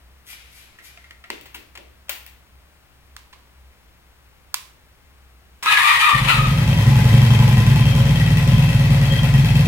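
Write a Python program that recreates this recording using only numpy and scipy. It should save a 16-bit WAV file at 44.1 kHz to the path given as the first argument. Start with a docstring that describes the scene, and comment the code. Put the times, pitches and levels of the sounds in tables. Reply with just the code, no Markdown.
"""A small garage, heard from above the tank, where a four-cylinder motorcycle is started cold.
The key scrapes, ticks and turns and switches click: short noise bursts excite damped resonances.
Starter gears grind and whine (tooth impacts, rough noise and gliding sines) until the engine catches.
Uneven firing impulses boom through exhaust and garage modes over noisy valve clatter and chain rush;
the fast idle then settles lower, with spells of a narrow-band rattle."""
import sys
import numpy as np
from scipy import signal
from scipy.fft import rfft, irfft, next_fast_len
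from scipy.io import wavfile
from scipy.ndimage import uniform_filter1d

SR = 44100
rng = np.random.default_rng(int(sys.argv[2]) if len(sys.argv) > 2 else 0)


def waveform_to_disk(signal):
    """Save audio, clipped to [-1, 1], as 16-bit WAV at the path in sys.argv[1]."""
    frames = np.transpose(np.atleast_2d(signal))
    scaled = np.clip(frames, -1, 1) * 32767
    samples = np.round(scaled).astype(np.int16)
    wavfile.write(sys.argv[1], SR, samples)


N = 426447
T = np.arange(N) / SR
SIZE = next_fast_len(N + SR)
HZ = np.maximum(np.arange(SIZE // 2 + 1) * SR / SIZE, 1e-3)

# the starter engages, the engine catches, then fires evenly
STARTER_S, CATCH_S, EVEN_FROM_S = 5.626, 6.1, 6.485


def amp(db):
    """Level to amplitude: 20 dB is a factor of ten."""
    return 10 ** (np.asarray(db) / 20)


def curves(table):
    """Linear interpolation in time of each column of a table."""
    s, *columns = np.transpose(table)
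    return [np.interp(T, s, c) for c in columns]


def unit(x):
    """Normalisation of the mean power: rms 1."""
    return x / np.sqrt(np.mean(x ** 2))


def through(x, response):
    """Linear filtering: the spectrum times a frequency response."""
    return irfft(rfft(x, SIZE) * response, SIZE)[..., :N]


def colour(points):
    """Minimum-phase response through (f/Hz, level/dB) points: a folded cepstrum makes it causal."""
    hz, db = np.transpose(points)
    level_db = np.interp(np.log(HZ), np.log(hz), db)
    cepstrum = irfft(np.log(amp(level_db)), SIZE)
    cepstrum[1:SIZE // 2] *= 2
    return np.exp(rfft(cepstrum[:SIZE // 2], SIZE))


def resonances(modes):
    """Modal superposition: summed damped oscillators (f/Hz, width/Hz, level/dB)."""
    return sum(amp(db) / (1 + 1j * (HZ / hz - hz / HZ) * hz / width) for hz, width, db in modes)


def noise():
    """White noise: equal power at every frequency."""
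    return rng.standard_normal(N)


def ears(apart_hz):
    """Diffuse-field coherence: noise alike at both ears in the bass, unrelated well above apart_hz."""
    difference = through(noise(), 1j * HZ / (apart_hz + 1j * HZ))
    return noise() + np.array([[1], [-1]]) * difference


def walk(rate):
    """Low-pass random modulation: smoothed steps, rate per second, with rms 1."""
    k = max(int(SR / rate), 1)
    steps = np.repeat(rng.standard_normal(N // k + 1), k)[:N]
    return unit(uniform_filter1d(steps, k))


def since(start_s):
    """Elapsed time in seconds, 0 before the start."""
    return np.maximum(T - start_s, 0)


def ramp(start_s, length_s):
    """Linear onset from 0 to 1."""
    return np.clip((T - start_s) / length_s, 0, 1)


def swell(middle_s, length_s):
    """Raised-cosine envelope: a smooth rise and fall."""
    return np.cos(np.pi * np.clip((T - middle_s) / length_s, -.5, .5)) ** 2


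def garage(x, wet_db, t60_low=1.0, t60_high=0.21):
    """Reverberation: dense reflections, different at each ear, decay exponentially by band."""
    t = T[:SR * 2 // 3]
    echoes = rng.standard_normal((2, len(t))) * np.clip((t - .003) / 0.0044, 0, 1)
    low = signal.sosfilt(signal.butter(1, 3000, fs=SR, output="sos"), echoes)
    high = echoes - low
    tail = low * amp(-60 * t / t60_low) + high * amp(-60 * t / t60_high)
    tail /= np.sqrt(np.sum(tail ** 2) / 2)
    reflected = through(x, rfft(tail, SIZE))
    return (x + amp(wet_db) * reflected) / np.sqrt(1 + amp(2 * wet_db))


def background(hum_hz=64, hum_width=11, hum_db=-54, air_db=-55):
    """Ambient noise: a frequency-modulated hum in resonant noise, under partly coherent broadband air."""
    # air spectrum: f/Hz, relative level/dB
    air_colour = [(60, -4.5), (120, -4), (250, -12.5), (500, -14.5), (1100, -14), (2200, -16),
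                  (4000, -21.5), (7000, -28), (16000, -28.5)]
    # squaring the resonance narrows it
    hum = unit(through(noise(), resonances([(hum_hz, hum_width, 0)]) ** 2))
    steady = np.sin(2 * np.pi * np.cumsum(hum_hz + 2.0 * walk(5.8)) / SR)
    two_sides = np.array([noise(), noise()])
    air = unit(through(two_sides + noise(), colour(air_colour)))
    return amp(hum_db) * unit(hum + 0.55 * steady) + amp(air_db) * air


def key_scrapes():
    """Sliding friction: randomly modulated noise as the key blade scrapes over the lock and into it."""
    # scraping strokes: middle t/s, level/dB, length/s
    scrapes = [(0.298, -38, 0.12), (0.575, -46, 0.22), (0.856, -42, 0.092)]
    # friction spectrum: f/Hz, relative level/dB
    scrape_colour = [(410, -37), (700, -30), (922, -36), (1020, -21), (2330, -5), (7790, -12.5),
                     (12600, -8), (16000, -24)]
    push = sum(amp(db) * swell(s, length) for s, db, length in scrapes)
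    friction = unit(through(noise() * amp(2 * walk(440)), colour(scrape_colour)))
    return garage(push * friction, wet_db=5.5)


def clicks(table, body, pan_db, tail_s):
    """Impact excitation: a short noise crack rings the body, with a low thud and a diffuse wash."""
    thud_hz, thud_width, bright_hz = 380, 330, 4500
    attack_share, treble_s = 0.18, 0.26  # attack time re ring time; extra treble decay time
    crack, thud = np.zeros((2, 2, N))
    t = T[:SR // 2]
    for s, db, ring_ms, thud_db, bright_db, wet_db in table:
        ring_s = ring_ms / 1000
        attack = 1 - np.exp(-t / (attack_share * ring_s))
        direct = rng.standard_normal(len(t)) * np.exp(-t / ring_s) * attack
        wash = rng.standard_normal((2, len(t))) * np.exp(-t / tail_s) * (1 - np.exp(-t / ring_s))
        burst = amp(db) * (direct + amp(wet_db) * np.sqrt(ring_s / tail_s) * wash)
        dull = signal.sosfilt(signal.butter(1, bright_hz, fs=SR, output="sos"), burst)
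        i = int(s * SR)
        crack[:, i:i + len(t)] += dull + amp(bright_db) * (burst - dull) * np.exp(-t / treble_s)
        thud[:, i:i + len(t)] += burst * amp(thud_db)
    pan = amp(np.array([[pan_db], [-pan_db]]) / 2)  # left minus right
    ringing = through(crack, body)
    # squared, the resonance peaks at +8 dB
    knock = through(thud, resonances([(thud_hz, thud_width, 4)]) ** 2)
    return pan * (ringing + garage(knock, wet_db=3.5, t60_low=0.41, t60_high=0.35))


def pin_ticks():
    """Impact excitation of plate modes: lock pins ride over the key's teeth and set it ringing."""
    # ticks: t/s, level/dB before filtering, ring time/ms, thud/dB, brightness/dB, wash/dB
    ticks = [(.786, -31.5, 9.8, -14, -5, 0), (.974, -23, 2.2, -24, -15, -6), (1.04, -32, 6.8, -24, -12, -3),
             (1.108, -23, 3.1, -32, -1, -6), (1.239, -24.5, 5.7, -20, -20, -3.5)]
    # modes of the key: f/Hz, width/Hz, level/dB
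    key_ring = [(700, 30, 2), (1384, 25, 8), (1940, 200, 9.5), (2095, 34, 14), (2640, 700, -6)]
    return clicks(ticks, resonances(key_ring), pan_db=-2.5, tail_s=0.052)


def lock_clicks():
    """Impact and modal response: the key knocks into the lock and turns, ringing barrel and housing."""
    # knocks: t/s, level/dB before filtering, ring time/ms, thud/dB, brightness/dB, wash/dB
    lock_knocks = [(.331, -24.5, 1.1, -8, -11, -9), (1.302, -8, 1.4, -3, -21, -7),
                   (1.411, -34, 1.5, -23, 3, 0), (1.456, -36, 9.7, -18, -5, 0),
                   (1.543, -28, 17, -2.5, -4, -3.5), (1.752, -29, 7.9, -14, -20, -5),
                   (1.774, -25.5, 4.2, 6, -20, -7), (2.083, -37, 5, -16, -14, -4),
                   (2.093, -15, 4.8, -18, 2, -2.5), (2.264, -28, 1.05, -12, 3, -1.5),
                   (2.276, -39, 1.3, -12, 0, -1)]
    # click spectrum: f/Hz, level/dB
    click_colour = [(200, -32.5), (550, -0.5), (950, -3), (2300, 8.5), (3600, 4), (5000, -3), (10000, -5.5),
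                    (16000, 0.5)]
    # modes of lock barrel and housing: f/Hz, width/Hz, level/dB
    housing = [(1030, 290, 0.5), (1430, 26, 3), (1980, 100, -4), (2090, 20, 6), (2710, 140, 2),
               (4430, 240, -6)]
    body = colour(click_colour) + resonances(housing)
    return clicks(lock_knocks, body, pan_db=-0.5, tail_s=0.068)


def switch_clicks():
    """Snap impacts coloured by a resonant housing: left grip controls, then starter relay and clutch."""
    # snaps: t/s, level/dB before filtering, ring time/ms, thud/dB, brightness/dB, wash/dB
    snaps = [(3.165, -17, 1.46, -22, 1, -6.5), (3.19, -36, 1.8, -20, 1, -9),
             (3.327, -28.5, 8.6, -9, -21, -4), (4.542, -3, 1.53, -37, 9.5, -10.5),
             (5.626, -21.5, 17, -12, 8.5, -5), (5.659, -7, 2.8, -13, -18, -11)]
    # snap spectrum: f/Hz, level/dB
    switch_colour = [(260, -63), (450, -35), (1010, 2.5), (1340, -4.5), (1440, -5.5), (2360, 1),
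                     (3590, -2.5), (6430, -8), (13600, -12), (16000, -14)]
    # modes of the switch housing: f/Hz, width/Hz, level/dB
    switch_housing = [(1020, 450, -7), (1590, 400, -8)]
    body = colour(switch_colour) * (1 + resonances(switch_housing))
    return clicks(snaps, body, pan_db=-6.0, tail_s=0.068)


def rattle(ring_hz=3197, width_hz=140):
    """Noise-driven resonance: a loose metal part is shaken into a narrow, fluttering ring, in spells."""
    # spells: middle t/s, length/s, level/dB
    spells = [(7.925, 0.49, -36), (8.53, 0.28, -37), (9.127, 0.35, -34.5)]
    shaken = noise() * amp(2.5 * walk(36))
    ring = unit(through(shaken, resonances([(ring_hz, width_hz, 0)]) ** 2))  # squaring narrows it
    loudness = sum(amp(db) * swell(s, length) for s, length, db in spells)
    return garage(ring * loudness, wet_db=6.0, t60_low=0.33, t60_high=0.095)


def surges(spin_up_db=-29.5, attack_s=0.019, release_db_per_s=79):
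    """Load modulation: starter gain leaps up, holds and decays as compressions come and go."""
    # surges, with a last kick at the misfire: start t/s, level/dB, hold/s
    kicks = [(5.651, -12.5, 0.058), (5.76, -13, 0.029), (5.827, -12, 0.1), (5.991, -13, 0.099),
             (6.269, -11.5, 0.012)]
    gain = amp(spin_up_db) * ((T > STARTER_S) & (T < CATCH_S))
    for s, db, hold_s in kicks:
        decay = amp(db - release_db_per_s * since(s + hold_s))
        gain = np.maximum(gain, ramp(s, attack_s) * decay)
    return gain


def starter(rough=0.0301, third_db=-14, tooth_scatter_db=5, flutter_db=4.5):
    """Gear meshing: impacts and harmonics at the tooth rate sag at compressions; a second mesh whines higher."""
    # gears, dragged down at each compression: t/s, tooth rate f/Hz, whine level/dB, octave/dB re whine
    tooth_curve = [(5.63, 1270, -3, -6), (5.675, 1315, 0.5, -6), (5.725, 1235, -7.5, 2.5),
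                   (5.79, 990, -3.5, 0.5), (5.83, 1120, -8, -1), (5.85, 1225, -0.5, -4),
                   (5.895, 1165, -4.5, -1.5), (5.96, 1080, 0, -13), (6.0, 1150, -8, -1),
                   (6.028, 1250, 0.5, 0), (6.07, 1175, 3, -7), (6.13, 1170, 4, -10), (6.25, 1190, -10, -8),
                   (6.3, 1405, -2.5, 2.5), (6.34, 1290, -1, -10), (6.43, 1250, -0.5, -9)]
    # a second, shriller whine from another gear mesh: t/s, tooth rate f/Hz, level/dB
    pinion_curve = [(5.67, 1626, -11), (5.7, 1693, -2), (5.722, 1813, -4), (5.745, 1650, -2),
                    (5.79, 1774, -3.5), (5.85, 1913, -9), (5.93, 1880, -2), (6.02, 1900, -6),
                    (6.2, 1912, -2), (6.3, 1960, -23)]
    # grinding spectrum: f/Hz, relative level/dB
    grind_colour = [(300, -35), (680, -22), (900, -3), (1120, 0), (1280, -2.5), (1480, -10.5), (1750, -5),
                    (1920, 1.5), (2200, -4), (2500, -1.5), (3000, -5), (3600, -7), (5500, -20.5),
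                    (11000, -21), (16000, -34)]
    tooth_hz, whine_db, octave_db = curves(tooth_curve)
    pinion_hz, pinion_db = curves(pinion_curve)
    # phases in turns, with rough pitch
    teeth, pinion_turns = (np.cumsum(hz * (1 + rough * walk(300))) / SR for hz in (tooth_hz, pinion_hz))
    impacts = np.diff(np.floor(teeth), prepend=0) * amp(tooth_scatter_db * walk(1500))
    grit = ears(apart_hz=700) * amp(2.0 * walk(400) + 2.2 * walk(90))
    grind = unit(through(0.28 * unit(impacts) + unit(grit), colour(grind_colour)))
    lines = [(teeth, whine_db), (2 * teeth, whine_db + octave_db),
             (3 * teeth, whine_db + third_db), (pinion_turns, pinion_db)]
    whine = sum(amp(db) * unit(amp(flutter_db * walk(200)) * np.sin(2 * np.pi * turns))
                for turns, db in lines)
    # the sum keeps an even power, so a weak whine leaves bare grinding
    gears = (grind + whine) / np.sqrt(1 + sum(amp(2 * db) for _, db in lines))
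    return garage(gears * surges(), wet_db=-1, t60_low=0.2, t60_high=0.12)


def speed(cranking=4):
    """Rotational kinematics: engine cycles per second, turned by the starter, then running."""
    # running speed: t/s, four-stroke cycle rate f/Hz
    running_speed = [(6.1, 9.3), (6.55, 9.6), (6.75, 10.3), (6.95, 11.4), (7.25, 11.65), (7.45, 11.3),
                     (7.58, 10.7), (7.78, 10.6), (7.97, 9.9), (8.15, 9.4), (8.55, 9.45), (8.8, 9.23),
                     (9.4, 9.23), (9.67, 9.7)]
    return np.where(T < CATCH_S, cranking, curves(running_speed)[0])


def crank(zero_s=7.127):
    """Phase as the integral of rate: engine cycles turned, counted from zero_s."""
    cycles = np.cumsum(speed()) / SR
    return cycles - np.interp(zero_s, T, cycles)


def strokes(cycles, place, jitter_s, scatter_db):
    """Quasi-periodic impulse train: one uneven impulse per engine cycle, at a given place in it."""
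    turns = np.arange(np.ceil(cycles[0]) + 1, cycles[-1]) + place
    chance = rng.standard_normal((100, 2))[:len(turns)]
    moments = np.interp(turns, cycles, T, right=2 * T[-1]) + jitter_s * chance[:, 0]
    at = (moments * SR).astype(int)
    return np.bincount(np.maximum(at, 0), amp(scatter_db * chance[:, 1]), N)[:N]


def shaking(level_db=-27.5, start_db=-10, build_s=0.17, db_per_cycle_rate=0.68):
    """Speed-dependent excitation: mechanical noise grows after the catch and follows engine speed."""
    rate = speed()
    speed_db = db_per_cycle_rate * (rate - rate[T > CATCH_S].mean())
    shortfall_db = start_db * np.exp(-since(CATCH_S) / build_s)
    return (T > STARTER_S) * amp(level_db + shortfall_db + speed_db)


def clatter(cycles, chain_db=-4, case_db=-4, valve_db=-9, fade_s=0.008, lash=0.091, tap_db=-1,
            apart_hz=900):
    """Structure-borne sound: valve impacts and chain noise excite the modes of the engine cases."""
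    # valves and tappets snap shut: place in cycle (0-1), level/dB
    valve_places = [(.05, 4), (.165, 1), (.43, 2), (.58, 1)]
    # spectra of chain rush and valve noise: f/Hz, relative level/dB
    chain_colour = [(150, -16.5), (280, -4), (400, -7), (560, -7), (750, -4.5), (1150, -10.5), (1500, -13),
                    (2000, -9), (3000, -17), (4800, -17.5), (7500, -25), (16000, -32.5)]
    valve_colour = [(1000, 0.5), (2500, 10.5), (4500, 2), (7000, -5.5), (13000, -2.5), (16000, -23)]
    # crankcase and cylinder head modes: f/Hz, width/Hz, fast idle level/dB, slow idle level/dB
    case_modes = [(470, 42, -2, -5), (546.4, 12.6, 5, 5), (856.6, 22, 5.5, 0), (975, 7.7, 4, 1.5),
                  (1018.5, 10, 5.5, 2.5), (1920, 33, 0, 2.5), (2610, 63, -1.5, 2.5), (3170, 44, 1.5, 1.5),
                  (4200, 69, -18, -9), (5380, 170, -17.5, -19.5)]
    fast_idle, idle_drop = 11.13, 1.5  # cycles per s
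    hits = sum(strokes(cycles, place, jitter_s=.001, scatter_db=1.0) * amp(db)
               for place, db in valve_places)
    beat = unit(through(hits, 1 / (1 + 2j * np.pi * HZ * fade_s)))  # each hit decays exponentially
    chains = unit(through(ears(apart_hz) * (1 + 0.029 * beat), colour(chain_colour)))
    rush = unit(ears(apart_hz) * (1 + lash * beat) * amp(3.3 * walk(300)))
    knocks = rush + amp(tap_db) * unit(hits)
    # each panel rings more or less as the shaking drifts across its resonance
    slow = np.clip((fast_idle - speed()) / idle_drop, 0, 1)
    cases = unit(sum(through(knocks, resonances([(hz, width, 0)]))
                     * amp(2.4 * walk(7) + fast_db + slow * (slow_db - fast_db))
                     for hz, width, fast_db, slow_db in case_modes))
    valves = unit(through(noise() * beat, colour(valve_colour)))
    valve_field = garage(valves, wet_db=7.5, t60_low=0.38, t60_high=0.11)
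    body = amp(chain_db) * chains + amp(case_db) * cases
    return (body + amp(valve_db) * valve_field) * shaking()


def exhaust(cycles, level_db=-13, silencer_hz=280, cut_hz=36):
    """Pulsed volume source: firing puffs excite modes of silencers and garage; cranking only pumps air."""
    # cylinders: place in cycle (0-1), fast idle level/dB, slow idle level/dB
    cylinders = [(-.043, 2.5, 1.5), (0.327, -1, -2), (.434, -2, 1.5), (.838, -3, -5)]
    # single coughs, with a gap where it misfires: t/s, level/dB
    first_firings = [(6.132, -7.5), (6.2, -5.5), (6.243, -12), (6.326, -8.5), (6.368, -2), (6.412, -8),
                     (6.46, -1.5)]
    # exhaust and garage modes: f/Hz, width/Hz, level/dB
    boom_modes = [(43.4, 8.6, -4.5), (71.3, 29, -12.5), (102.5, 4.1, -1), (119.5, 12.5, 1.5),
                  (136.9, 5.97, 6.5), (161.4, 6.7, -3.5), (205.9, 6, -7.5), (224.1, 18.4, -13)]
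    # puff levels re fast idle: unfired pumping, first even running, slow idle; time to gather strength
    pump_db, cold_db, slow_idle_db, build_s = -35.5, -2.5, -1, 0.28
    settled = ramp(7.83, 0.25)  # 0 at fast idle, 1 at slow idle
    puffs = sum(strokes(cycles, place, jitter_s=0.00045, scatter_db=1.04)
                * amp(fast_db + settled * (slow_db - fast_db))
                for place, fast_db, slow_db in cylinders)
    running = T > STARTER_S
    burn_db = cold_db * (1 - ramp(EVEN_FROM_S, build_s)) + slow_idle_db * settled
    pumping = amp(pump_db) * (running & (T < CATCH_S))
    firings = puffs * (pumping + amp(burn_db) * (T > EVEN_FROM_S))
    for s, db in first_firings:
        firings[int(s * SR)] += amp(db)
    # far from the pipe ends neighbouring modes swing in opposite senses, so each puff swells and lingers
    modes = sum((-1) ** k * resonances([mode]) for k, mode in enumerate(boom_modes))
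    silencer = signal.freqs(*signal.butter(4, silencer_hz, analog=True), HZ)[1]
    # an open pipe radiates no deep bass
    outlet = (HZ / cut_hz) ** 2 / (1 + 1j * HZ / cut_hz - (HZ / cut_hz) ** 2)
    boom = through(firings, modes * silencer * outlet)
    return garage(boom / np.std(boom[running]) * amp(level_db), wet_db=-25.5)


def scene():
    """Superposition: the pressures of all sources add."""
    cycles = crank()
    controls = pin_ticks() + lock_clicks() + switch_clicks() + key_scrapes()
    engine = rattle() + starter() + clatter(cycles) + exhaust(cycles)
    return background() + controls + engine


def record(dry, lag_s=.00012, top_hz=16000):
    """Two-microphone reception: unequal colour, the left later; saturation rounds peaks, a low-pass ends it."""
    # microphone imbalance: f/Hz, left minus right level/dB
    imbalance = [(60, 0.5), (110, 0), (200, 1), (380, -0.5), (700, 1), (1290, 3), (2380, 6.5), (4400, -0.5),
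                 (8120, 3.5), (15000, 18.5)]
    hz, tilt_db = np.transpose(imbalance)
    lean_db = np.interp(np.log(HZ), np.log(hz), tilt_db)
    gains = amp(np.array([lean_db, -lean_db]) / 2)
    delays = np.exp(-2j * np.pi * HZ * np.array([[lag_s], [0]]))
    heard = through(dry, delays * gains / gains.mean(axis=0))
    rounded = heard / (1 + (heard / .9) ** 6) ** (1 / 6)
    return signal.sosfilt(signal.ellip(8, .2, 70, top_hz, fs=SR, output="sos"), rounded)


dry = scene()
out = record(dry)
waveform_to_disk(out)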